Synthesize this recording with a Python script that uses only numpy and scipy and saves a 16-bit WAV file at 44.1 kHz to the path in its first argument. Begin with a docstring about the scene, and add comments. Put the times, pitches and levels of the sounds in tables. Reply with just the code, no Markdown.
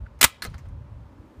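"""Three sharp cracks within 30 ms, then a clatter: a spring rat trap goes off close by, outdoors.
Its bar slams onto the board, loud enough to overload the microphone. The trap leaps, lands on a
wooden beam, rattles its loose wires and settles. The yard gives a faint echo, and a breeze
buffets the microphone over the rumble of distant traffic."""
import sys
import numpy as np
from scipy import signal
from scipy.fft import rfft, irfft
from scipy.io import wavfile
from scipy.ndimage import uniform_filter1d

SR = 44100
rng = np.random.default_rng(int(sys.argv[2]) if len(sys.argv) > 2 else 0)


def generate_wav(sig):
    """Save sig (samples, or channels by samples) to the path in sys.argv[1] as 16-bit PCM at SR."""
    pcm = np.round(np.clip(np.atleast_2d(sig).T, -1, 1) * 32767).astype(np.int16)
    wavfile.write(sys.argv[1], SR, pcm)


N = 61739

# A fade time (t60) is how long a sound takes to drop by 60 dB. 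A tilt above zero makes it brighter.
# The tones that board and spring ring with: (pitch [Hz], level [dB], fade time [s])
TRAP_TONES = [(1058, -27, .14), (1180, -25, .13), (1252, -18, .15), (1316, -21, .13), (1460, -15, .045),
              (2020, -3, .045), (1670, -29, .08), (2561, -17, .06), (2803, -15, .06), (3091, -16, .06),
              (3610, -21, .09), (4258, -14, .05), (8394, -15, .05), (8672, -15, .045)]
# Knocks on the beam: (time [s], level [dB], fade time [s], tilt [dB per octave], thud level [dB])
KNOCKS = [(0.422, -28.5, 0.056, 2.5, -62), (0.4308, -34, 0.091, 21, -60), (0.4365, -33, 0.056, -2, -52),
          (0.4425, -33.5, 0.031, 7, -64), (0.4498, -31, 0.023, 4.5, -41.5), (0.4514, -28, 0.026, -8.5, -41),
          (0.459, -43, 0.076, -3.5, -51), (0.5375, -45.5, 0.045, -5.5, -74),
          (0.5426, -42, 0.061, -2.5, -50.5), (0.655, -50, 0.067, -7.5, -54.5)]


def snap():
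    """The bar whips over and slams down: cracks, a ringing board, a buzzing spring and a push of air."""
    # Blows of the bar: (time [s], level [dB], chatter length [s], tilt [dB per octave], air push [dB])
    blows = [(0.2123, -11.5, 0.0051, 0, -44), (0.2281, -8.5, 0.0039, -0.24, -38.5),
             (0.2405, -4, 0.0054, -0.26, -20.5)]
    # Tone colour of a crack: (frequency [Hz], relative level [dB])
    crack_colour = [(100, -16), (280, -3), (420, -11), (900, -4.5), (1400, -3), (2200, 0), (4000, -3.5),
                    (6000, -6), (8600, -2.5), (11000, -8), (15000, -7)]
    buzz_dull_hz, push_hz, push_delay_s = 3500, 68, 0.0038
    out, t = np.zeros(N), clock()
    for start, db, chatter_s, tilt_db, push_db in blows:
        gain = colour(crack_colour, tilt_db)
        crack = burst(gain, t60=0.028, slope=-0.1, hold=chatter_s)
        buzz = undb(-13) * noise(gain / np.sqrt(1 + bins() / buzz_dull_hz)) * fade(t, t60=0.12)
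        push = undb(push_db) * np.sin(2 * np.pi * push_hz * t) * fade(t, t60=0.085)
        add(out, start, undb(db) * (crack + buzz + undb(-2) * ring(TRAP_TONES)))
        add(out, start + push_delay_s, push)
    return out


def landing():
    """The board rocks to rest, knocking on the beam, which thuds and cuts the board's ringing short."""
    # Tone colour of a knock: (frequency [Hz], relative level [dB])
    knock_colour = [(150, -13), (600, -20.5), (1000, -5.5), (1600, -0.5), (2900, -20), (4400, -8),
                    (7000, -23), (10000, -20.5), (15000, -32)]
    soft_hz = 2972  # wood on wood barely wakes the tones above this
    damped = [(hz, db - 20 * np.log10(1 + (hz / soft_hz) ** 2), 0.8 * t60) for hz, db, t60 in TRAP_TONES]
    out = np.zeros(N)
    for start, db, t60, tilt_db, thud_db in KNOCKS:
        knock = burst(colour(knock_colour, tilt_db), t60, slope=-0.11)
        thud = noise(hump(hz=360, octaves=2, order=2)) * fade(clock(), t60=0.11)
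        add(out, start, undb(db) * (knock + undb(-1) * ring(damped)) + undb(thud_db) * thud)
    return out


def wires():
    """The loose catch and holding arm clink: each time a dry tick with a short, rough ring."""
    # Clinks: (time [s], level [dB], tick fade time [s], wire pitch [Hz], ring compared to tick [dB])
    clinks = [(0.19, -55.5, 0.09, 9200, -9), (0.2101, -37.5, 0.032, 4180, 3.5),
              (0.281, -60, 0.029, 3520, -5), (0.429, -62, 0.024, 4250, -11), (0.4212, -32, .022, 4200, 1),
              (0.4555, -38, .04, 4180, -4), (0.4628, -39, .03, 9000, -14), (0.4705, -51, .03, 4150, 4),
              (0.501, -61, .05, 9000, -4), (0.5812, -50.5, 0.1, 6220, -6), (0.686, -63.5, 0.068, 8950, -3)]
    # Tone colour of a tick: (frequency [Hz], relative level [dB])
    tick_colour = [(200, -15.5), (1000, 1.5), (2200, 8.5), (3200, -11.5), (6300, 0), (9500, -14.5),
                   (15000, -13.5)]
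    out = np.zeros(N)
    for start, db, t60, hz, ring_db in clinks:
        tick = noise(colour(tick_colour)) * fade(clock(), t60)
        rough_ring = noise(hump(hz, octaves=0.04)) * fade(clock(), t60=0.04)
        add(out, start, undb(db) * (tick + undb(ring_db) * rough_ring))
    return out


def trigger():
    """The catch begins to slip with a short scrape, just before the snap."""
    return undb(-46) * noise(hump(hz=1570, octaves=0.16)) * swell(peak_s=0.066, width_s=0.0035)


def tremble():
    """From the first knock on the beam, the loose parts buzz on ever more faintly."""
    out = np.zeros(N)
    buzz = noise(hump(hz=2480, octaves=1.43, order=2)) * fade(clock(), t60=0.75)
    add(out, KNOCKS[0][0], undb(-55) * buzz)
    return out


def yard_echo(sound):
    """House wall, ground and trees scatter a faint echo back."""
    # Tone colour of the echo: (frequency [Hz], relative level [dB])
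    echo_colour = [(150, -7.5), (700, -8), (1300, -0.5), (3000, 6), (5500, -1), (10000, -10.5),
                   (15000, -13.5)]
    tail = np.zeros(N)
    add(tail, start=0.011, sound=burst(colour(echo_colour), t60=0.42, slope=-0.12))
    tail /= np.sqrt(np.sum(tail ** 2))
    return undb(-37) * signal.fftconvolve(sound, tail)[:N]


def wind():
    """Air swirling on the microphone rumbles with each gust; a few deep buffets stand out."""
    # Strength of the breeze: (time [s], level [dB])
    gusts = [(0, -35.5), (.05, -41.5), (.096, -51), (.19, -43.5), (.31, -56.5), (.41, -56.5),
             (0.477, -39.5), (.56, -36.5), (.63, -45), (0.691, -35.5), (.82, -39.5), (.88, -47.5),
             (.92, -39), (1.05, -43), (1.09, -50.5), (1.28, -54), (1.34, -65.5), (1.4, -37)]
    # Tone colour of the breeze: (frequency [Hz], relative level [dB])
    wind_colour = [(20, -29), (40, -8), (65, 0.5), (105, -3.5), (150, -10), (220, -26.5), (400, -34),
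                   (1000, -59.5), (8000, -100)]
    # Deep bumps of air: (time [s], level [dB], width [s], pitch [Hz])
    buffets = [(0.018, -36, 0.031, 52), (0.487, -27, 0.0033, 89), (0.685, -39.5, 0.034, 64.3),
               (0.755, -51, 0.017, 80.4), (1.205, -37.5, 0.0054, 83.7)]
    gust_db = np.interp(clock(), *np.array(gusts).T)
    out = undb(gust_db) * swirl(colour(wind_colour))
    for peak_s, db, width_s, hz in buffets:
        out += undb(db) * swell(peak_s, width_s) * swirl(hump(hz, octaves=0.49, order=2))
    return out


def town():
    """The distant town rumbles steadily, and a low hum of traffic grows towards the end."""
    # Tone colour of the rumble: (frequency [Hz], relative level [dB])
    town_colour = [(120, -25.5), (200, 0), (344, -12.5), (521, -9.5), (591, -5.5), (659, -15.5), (929, -10),
                   (1750, -22), (2290, -26), (15000, -51)]
    traffic = swell(peak_s=1.6, width_s=0.38) * noise(hump(hz=263.2, octaves=0.3))
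    return undb(-56.5) * noise(colour(town_colour)) + undb(-50) * traffic


def undb(db):
    """Turn decibels into a gain, the number to multiply a sound by."""
    return 10 ** (np.asarray(db) / 20)


def clock():
    """The time of every sample, in seconds."""
    return np.arange(N) / SR


def bins():
    """The frequency of every thin slice (bin) of the spectrum, in Hz."""
    return np.maximum(np.arange(N // 2 + 1) * SR / N, 1)


def fade(age, t60):
    """Full strength until age zero, then 60 dB quieter every t60 seconds."""
    return np.exp(-np.log(1000) * np.maximum(age, 0) / t60)


def swell(peak_s, width_s):
    """A bell-shaped rise and fall."""
    return np.exp(-((clock() - peak_s) / width_s) ** 2 / 2)


def colour(points, tilt_db=0):
    """A gain for each bin, drawn through (Hz, dB) points and tilted; its average power is 1."""
    hz, db = np.array(points, float).T
    curve_db = np.interp(np.log(bins()), np.log(hz), db)
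    gain = undb(curve_db + tilt_db * np.log2(np.maximum(bins(), hz[0])))
    return gain / np.sqrt(np.mean(gain ** 2))


def hump(hz, octaves, order=1):
    """A tone colour with one peak and average power 1; a higher order has steeper sides."""
    gain = 1 / (1 + (np.log2(bins() / hz) / octaves) ** 2) ** order
    return gain / np.sqrt(np.mean(gain ** 2))


def noise(gain):
    """Noise with the given tone colour."""
    return irfft(rfft(rng.standard_normal(N)) * gain, N)


def swirl(gain):
    """Swirling air: noise with its loudness evened out."""
    air = noise(gain)
    return air / np.sqrt(uniform_filter1d(air ** 2, size=2000))


def burst(gain, t60, slope, hold=0):
    """Noise that holds, then fades in t60 seconds at 2 kHz; with a slope below zero, highs die sooner."""
    out, spectrum = 0, rfft(rng.standard_normal(N)) * gain
    octaves_hz = 125 * 2. ** np.arange(8)
    for hz, share in zip(octaves_hz, np.eye(len(octaves_hz))):
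        band = irfft(spectrum * np.interp(np.log(bins()), np.log(octaves_hz), share), N)
        out = out + band * fade(clock() - hold, t60 * (hz / 2000) ** slope)
    return out


def ring(tones, scatter_db=-0.5):
    """Pure tones that fade away, struck a little differently each time."""
    t = clock()[:N // 2]
    out = np.zeros(N)
    for hz, db, t60 in tones:
        nudge, phase = rng.standard_normal(2)
        out[:len(t)] += undb(db + scatter_db * nudge) * fade(t, t60) * np.sin(2 * np.pi * (hz * t + phase))
    return out


def add(track, start, sound):
    """Mix a sound into the track from its start time, in seconds."""
    i = int(start * SR)
    track[i:] += sound[:N - i]


def scene():
    """The trap and its echo over wind and town, in one channel."""
    trap = trigger() + snap() + landing() + wires() + tremble()
    fade_in = np.minimum(clock() / 0.006, 1)
    outdoors = (wind() + town()) * fade_in
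    return (trap + yard_echo(trap) + outdoors)[None]


def record(dry):
    """The microphone loses the highest treble and flattens the loudest peaks."""
    top_hz, ceiling = 15400, 0.68
    lowpass = signal.ellip(10, .1, 60, top_hz, fs=SR, output="sos")
    heard = signal.sosfilt(lowpass, dry)
    flattened = heard / (1 + (heard / ceiling) ** 6) ** (1 / 6)
    return signal.sosfiltfilt(lowpass, flattened)


dry = scene()
out = record(dry)
generate_wav(out)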